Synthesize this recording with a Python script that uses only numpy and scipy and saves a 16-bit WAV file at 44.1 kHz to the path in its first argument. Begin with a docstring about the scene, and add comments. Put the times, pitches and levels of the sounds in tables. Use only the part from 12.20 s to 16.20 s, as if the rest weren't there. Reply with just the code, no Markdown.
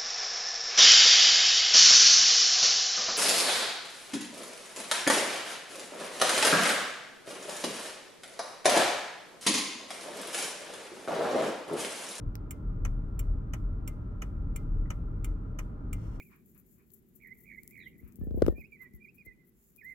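"""A hazard relay goes tick, tock inside a stopped car, over the low rumble of the idling engine.
The armature closes with a bright tick and drops back with a duller tock; the contacts bounce,
both strokes ring the same small housing, and the padded cabin adds a short, faint tail.
Two stray little clicks come from the trim, and at the end something rubs softly over it."""
import sys
import numpy as np
from scipy import signal
from scipy.fft import rfft, irfft
from scipy.io import wavfile
from scipy.ndimage import uniform_filter1d

SR = 44100
rng = np.random.default_rng(int(sys.argv[2]) if len(sys.argv) > 2 else 0)


def unload_audio(sound):
    """Save the sound as a 16-bit wav file, at the path given as the first command line argument."""
    columns = np.transpose(np.atleast_2d(sound))
    # keep every value between -1 and 1, then stretch to whole-number steps
    steps = np.round(np.clip(columns, -1, 1) * 32767)
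    wavfile.write(sys.argv[1], SR, steps.astype(np.int16))


N = 176400  # 4 s


def amp(db):
    """Decibels to gain."""
    return 10 ** (np.asarray(db) / 20)


def unit_rms(x):
    """Scales to rms 1."""
    return x / np.sqrt(np.mean(x ** 2) + 1e-20)


def unit_blow(x, nominal_s=.02):
    """Scales a blow to the energy of rms 1 held for nominal_s."""
    return x / np.sqrt((x ** 2).mean(0).sum() / (nominal_s * SR))


def at_hz(table, hz):
    """Interpolates a table on a log-frequency axis."""
    table_hz, value = np.transpose(table)
    return np.interp(np.log(hz + 1), np.log(table_hz + 1), value)


def envelope(table, t):
    """Gain over time, interpolated in dB."""
    return amp(np.interp(t, *np.transpose(table)))


def pan(db):
    """Stereo gains for a left-minus-right level."""
    return amp(np.array([db, -db]) / 2)


def add(mix, start_s, sound):
    """Mixes a stereo sound in at start_s."""
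    part = mix[:, max(round(start_s * SR), 0):][:, :sound.shape[1]]
    part += sound[:, :part.shape[1]]


def coloured(x, colour_db, pan_db=0, size=4096):
    """Minimum-phase filter with the given spectrum and balance."""
    hz = np.fft.rfftfreq(size, 1 / SR)
    log_gain = np.log(amp(at_hz(colour_db, hz)) * pan(pan_db + 0 * hz))
    mirrored = np.concatenate([log_gain, log_gain[:, -2:0:-1]], axis=1)
    taps = np.fft.ifft(np.exp(np.conj(signal.hilbert(mirrored)))).real
    return signal.fftconvolve(x, taps[:, :size // 2], axes=1)[:, :x.shape[1]]


def dense_ring(t60_s, rise_s, count=8192):
    """Dense ring of a struck part: stereo noise with a decay time per band and a flattened spectrum."""
    hz, frame_s, bands = signal.stft(rng.standard_normal((2, count)), SR, nperseg=128)
    decay = amp(-60 * frame_s / at_hz(t60_s, hz)[:, None])
    ring = signal.istft(bands * decay, SR, nperseg=128)[1][:, :count]
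    attack = np.minimum(np.arange(count) / SR / rise_s, 1)
    spectrum = rfft(ring * attack, 2 * count)
    power = uniform_filter1d(abs(spectrum) ** 2, size=150, axis=1)
    return irfft(spectrum / np.sqrt(power + 1e-12))[:, :count]


# rumble and air spectrum (frequency [Hz], relative density [dB])
IDLE_COLOUR_DB = [(12, -33), (24, -15), (34, -2.5), (46, -2.5), (62, -13.5), (76, -9.5), (92, -11.5),
                  (115, -11), (138, -19.5), (165, -18), (212, -24), (285, -24), (325, -27.5), (362, -34),
                  (440, -32.5), (520, -43), (595, -37.5), (720, -48.5), (810, -42.5), (880, -47.5),
                  (1020, -43), (1120, -49), (1255, -40), (1305, -47.5), (1355, -37), (1430, -47.5),
                  (1700, -57.5), (2600, -68.5), (4500, -79), (7500, -83), (10500, -87), (13000, -83.5),
                  (16000, -85)]
# stereo likeness (frequency [Hz], left-right correlation [-])
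IDLE_CORRELATION = [(35, .985), (70, .985), (110, .96), (200, .93), (320, .65), (450, .55), (650, .1),
                    (1300, -.15), (3100, .18), (15000, .24)]
# balance (frequency [Hz], left minus right [dB])
IDLE_PAN_DB = [(35, 1.5), (90, 0.2), (180, -1.5), (350, -1), (1300, 1), (4000, 0)]
# bass swell (time [s], level [dB])
IDLE_SWELL_DB = [(0, -43), (.08, -30), (.17, -41.5), (.45, -37), (.69, -28), (.8, -37.5), (1.13, -31.5),
                 (1.35, -34), (1.75, -35.5), (2.08, -39), (2.24, -32.5), (2.46, -33.5), (2.55, -28.5),
                 (2.72, -36.5), (2.9, -32.5), (3.55, -41), (3.7, -37.5), (4, -40.5)]


def idle_rumble(swell_below_hz=115, air_db=-33.5):
    """The body shell rumbles, nearly mono and swelling slowly, under a steady, diffuse rush of air."""
    hz, t = np.fft.rfftfreq(N, 1 / SR), np.arange(N) / SR
    noise = rfft(rng.standard_normal((2, N)))
    mid, side = (z / np.sqrt(uniform_filter1d(abs(z) ** 2, size=40)) for z in noise)
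    correlation = np.clip(at_hz(IDLE_CORRELATION, hz), -1, 1)
    mid, side = mid * np.sqrt(1 + correlation), side * np.sqrt(1 - correlation)
    spectrum = np.array([mid + side, mid - side])
    spectrum *= amp(at_hz(IDLE_COLOUR_DB, hz)) * pan(at_hz(IDLE_PAN_DB, hz))
    spectrum /= irfft(spectrum, N).std()
    bass_share = 1 / (1 + (hz / swell_below_hz) ** 2)
    bass = irfft(spectrum * bass_share, N)
    air = irfft(spectrum * (1 - bass_share), N)
    return bass * envelope(IDLE_SWELL_DB, t) + amp(air_db) * air


def drift(t):
    """Slow random wander, rms 1: sines from 0.5 to 8 Hz."""
    rates_hz = np.geomspace(.5, 8, num=20)
    return unit_rms(sum(np.sin(2 * np.pi * (hz * t + rng.random())) for hz in rates_hz))


def firing_boom(firing_hz=34.9, wander_hz=2.73, swing_db=3.5, re_rumble_db=-4.5):
    """The engine's firing note, unsteady in pitch and strength, swelling with the rumble."""
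    t = np.arange(N) / SR
    pitch_hz = firing_hz + wander_hz * drift(t)
    strength = amp(swing_db * np.tanh(drift(t)))
    note = np.sin(2 * np.pi * np.cumsum(pitch_hz) / SR) * strength
    level = amp(re_rumble_db) * envelope(IDLE_SWELL_DB, t)
    return pan(at_hz(IDLE_PAN_DB, firing_hz))[:, None] * unit_rms(note) * level


# tail decay (frequency [Hz], t60 [s])
CABIN_T60_S = [(500, .3), (2500, .32), (7000, .34), (15000, .38)]
# tail spectrum (frequency [Hz], relative density [dB])
CABIN_COLOUR_DB = [(400, 3), (2300, 6), (3200, 2), (4200, -3), (6000, 0), (9200, -1), (10800, -8),
                   (12500, -3), (16000, -5)]


def cabin_tail(strokes, level_db=-65):
    """The padded cabin leaves a faint diffuse tail after each relay stroke."""
    out = np.zeros((2, N))
    for time_s, *_ in strokes:
        tail = dense_ring(CABIN_T60_S, rise_s=.006, count=17640)
        add(out, time_s, unit_blow(coloured(tail, CABIN_COLOUR_DB)))
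    return amp(level_db) * out


# rub envelope (time [s], level [dB])
RUB_LEVEL_DB = [(3.735, -85), (3.77, -75), (3.81, -70), (3.86, -68), (3.91, -72.5), (3.96, -68), (4, -83)]
# friction spectrum (frequency [Hz], relative density [dB])
RUB_COLOUR_DB = [(1000, -6), (2100, 5.5), (3150, -2.5), (3900, -8), (4700, -7), (5400, -7), (7300, -9),
                 (9300, -9), (10800, -17), (12500, -13), (14500, -12), (16000, -14)]
# rubbed resonances (frequency [Hz], width [Hz], level re hiss [dB])
RUB_RESONANCES = [(2800, 60, -14), (3170, 40, -16), (4220, 35, -16), (5402, 70, -12), (6130, 120, -15),
                  (7140, 110, -17)]


def trim_rub(grain_db=.5, pan_db=4):
    """Something slides softly over the trim: uneven friction hisses and wakes faint resonances."""
    t, hz = np.arange(N) / SR, np.fft.rfftfreq(N, 1 / SR)
    grain = amp(grain_db * unit_rms(uniform_filter1d(rng.standard_normal(N), size=200)))
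    friction = rng.standard_normal((2, N)) * grain
    ring = sum(amp(db) * unit_rms(irfft(rfft(friction) / (1 + 2j * (hz - mode_hz) / width_hz), N))
               for mode_hz, width_hz, db in RUB_RESONANCES)
    hiss = unit_rms(coloured(friction, RUB_COLOUR_DB))
    level = envelope(RUB_LEVEL_DB, t) * (t > RUB_LEVEL_DB[0][0])
    return pan(pan_db)[:, None] * unit_rms(hiss + ring) * level


# snap ring decay (frequency [Hz], t60 [s])
SNAP_T60_S = [(1000, .05), (3000, .03), (3900, .05), (4300, .17), (4800, .17), (5600, .04), (7500, .035),
              (14000, .05)]
# snap spectrum (frequency [Hz], relative density [dB])
SNAP_COLOUR_DB = [(300, 3), (1200, 3), (1700, -5), (2500, -3), (3100, -8), (4200, -4.5), (5600, -.5),
                  (8200, -12), (10000, -10), (13000, -2), (16000, -6)]
# knock spectrum (frequency [Hz], relative density [dB])
KNOCK_COLOUR_DB = [(500, -24), (1400, 4), (1650, -6), (1950, 9), (2400, -18), (5000, -40), (16000, -45)]


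def trim_clicks(snap_s=.1544, snap_db=-49, crack_decay_s=.0008, ring_db=-14, knock_s=2.655, knock_db=-62):
    """The trim gives a tiny dry snap with a faint ring, and later a soft knock."""
    out = np.zeros((2, N))
    crack = dense_ring([(1000, .004)], rise_s=.0001)
    crack *= np.exp(-np.arange(crack.shape[1]) / SR / crack_decay_s)
    ring = dense_ring(SNAP_T60_S, rise_s=.0026)
    snap = coloured(unit_rms(crack) + amp(ring_db) * unit_rms(ring), SNAP_COLOUR_DB, pan_db=-2.5)
    add(out, snap_s, amp(snap_db) * unit_blow(snap))
    knock = coloured(dense_ring([(1000, .083)], rise_s=.0017), KNOCK_COLOUR_DB, pan_db=-1)
    add(out, knock_s, amp(knock_db) * unit_blow(knock))
    return out


def contact_bounce(t, delay_s=.0017, scatter_s=.0003, decay_s=.0009):
    """The contacts land again just after first touch, with a short crack."""
    since_s = t - delay_s - scatter_s * rng.standard_normal()
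    return rng.standard_normal((2, len(t))) * (since_s > 0) * np.exp(-abs(since_s) / decay_s)


# housing modes (frequency [Hz], tick level [dB], tock level [dB], t60 [s])
HOUSING_MODES = [(1265, -15, -7, .1), (1352, -16, -7, .11), (1840, -25, -10, .06), (2085, -11, -14, .16),
                 (2135, -16, -21, .12), (2335, -3, -2, .062), (2420, -12, -3, .06), (2810, -10, -11, .06),
                 (2950, -19, -6, .06), (3020, -13, -8, .07), (3620, -18, -18, .05), (4350, -19, -25, .04),
                 (4730, -27, -20, .06), (5550, -6, -11, .036), (6020, -13, -3, .04), (6130, -12, -1, .045),
                 (6450, -7, -10, .036), (6720, -11, -4, .038), (7230, 0, -3, .04), (7390, 0, -15, .04),
                 (7530, -2, -13, .038), (7760, -6, -17, .036), (8120, -4, -13, .038), (8310, -2, -11, .04),
                 (8550, -7, -14, .038), (9330, -4, -14, .034), (11450, 0, -20, .03)]
# relay balance (frequency [Hz], left minus right [dB])
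RELAY_PAN_DB = [(1300, 4), (2500, -5.5), (3300, 7.5), (5500, -2.5), (6500, -3.5), (8400, -1), (11500, -1.5),
                (15000, 4)]


def housing_ring(t, closing, rise_s, phases, scatter_db=2.5):
    """The relay housing's modes, each struck a little harder or softer on every stroke."""
    ring = np.zeros((2, len(t)))
    for (hz, tick_db, tock_db, t60_s), phase in zip(HOUSING_MODES, phases):
        level_db = (tick_db if closing else tock_db) + scatter_db * rng.standard_normal()
        mode = amp(level_db - 60 * t / t60_s) * np.sin(2 * np.pi * (hz * t + phase))
        ring += pan(at_hz(RELAY_PAN_DB, hz))[:, None] * mode
    return ring * np.minimum(t / rise_s, 1)


# dashboard ring decay (frequency [Hz], t60 [s])
DASH_T60_S = [(500, .1), (1400, .085), (2200, .056), (3000, .066), (4500, .054), (7000, .05), (14000, .049)]


def armature(strokes, colour_db, closing, housing_db, bounce_db, rise_s, lead_s,
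             dash_db=-.5, variation=.4):
    """Near-identical blows ring dashboard and housing, each building up as the contacts settle."""
    out = np.zeros((2, N))
    shared_ring = dense_ring(DASH_T60_S, rise_s)
    t = np.arange(shared_ring.shape[1]) / SR
    pan_db = at_hz(RELAY_PAN_DB, np.fft.rfftfreq(4096, 1 / SR))
    phases = rng.random((len(HOUSING_MODES), 1, 1))
    phases = phases + rng.random((len(HOUSING_MODES), 2, 1)) / 2  # up to half a cycle per channel
    for time_s, level_db, treble_db in strokes:
        strike = unit_rms(shared_ring + variation * dense_ring(DASH_T60_S, rise_s))
        strike += amp(bounce_db) * unit_rms(contact_bounce(t))
        dash = amp(dash_db) * unit_blow(coloured(strike, colour_db, pan_db))
        housing = amp(housing_db) * housing_ring(t, closing, rise_s, phases)
        blow = coloured(dash + housing, [(4000, 0), (12000, treble_db)])  # treble shelf
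        add(out, time_s - lead_s, amp(level_db) * blow)  # first touch comes early
    return out


# relay closes (time [s], relative level [dB], treble shelf [dB])
TICK_STROKES = [(0.3077, -45, 2.5), (0.992, -43.5, 1), (1.6757, -44, .5), (2.3603, -45, -0.5),
                (3.0442, -43.5, -2.5), (3.7294, -45, -1)]
# relay opens (time [s], relative level [dB], treble shelf [dB])
TOCK_STROKES = [(0.6501, -41.5, -1), (1.3351, -43, -0.5), (2.0197, -43.5, -0.5), (2.7035, -43, -1.5),
                (3.3884, -43.5, 1)]
# closing blow spectrum (frequency [Hz], relative density [dB])
TICK_COLOUR_DB = [(200, -24), (450, -8), (800, -20), (1300, -3), (1650, -15), (2350, -2.5), (2650, -15),
                  (2950, -8), (3300, -16.5), (4000, -29), (4400, -26), (5050, -30), (5600, -19),
                  (6000, -17.5), (6800, -10), (7300, -10.5), (7800, -14), (8400, -5), (10000, -18.5),
                  (10800, -10.5), (11500, -2), (13000, -9.5), (15600, -11)]
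# opening blow spectrum (frequency [Hz], relative density [dB])
TOCK_COLOUR_DB = [(200, -34.5), (450, -3), (800, -7.5), (1300, -1.5), (1650, -6), (2350, -4.5),
                  (2600, -11.5), (2950, -16.5), (3300, -19), (4000, -30), (5100, -27.5), (5600, -15.5),
                  (6050, -9.5), (6400, -17.5), (6900, -21), (7250, -10), (7700, -22), (8400, -18),
                  (10000, -28), (11500, -18), (13000, -23.5), (15600, -24.5)]


def hazard_relay(gain_db=-1.5):
    """The armature closes with a bright tick and drops back with a duller tock."""
    ticks = armature(TICK_STROKES, TICK_COLOUR_DB, closing=True,
                     housing_db=1, bounce_db=-7.5, rise_s=.0018, lead_s=.00022)
    tocks = armature(TOCK_STROKES, TOCK_COLOUR_DB, closing=False,
                     housing_db=.5, bounce_db=-11.5, rise_s=.0026, lead_s=.0011)
    return amp(gain_db) * (ticks + tocks)


def scene():
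    """Relay, trim clicks and a soft rub in the cabin, over the idle."""
    clicks = hazard_relay() + trim_clicks() + cabin_tail(TICK_STROKES + TOCK_STROKES)
    return clicks + idle_rumble() + firing_boom() + trim_rub()


def record(dry):
    """Low-pass at 16 kHz."""
    taps = signal.firwin(255, 16000, window=("kaiser", 8), fs=SR)
    return signal.oaconvolve(dry, taps[None], "same")


dry = scene()
out = record(dry)
unload_audio(out)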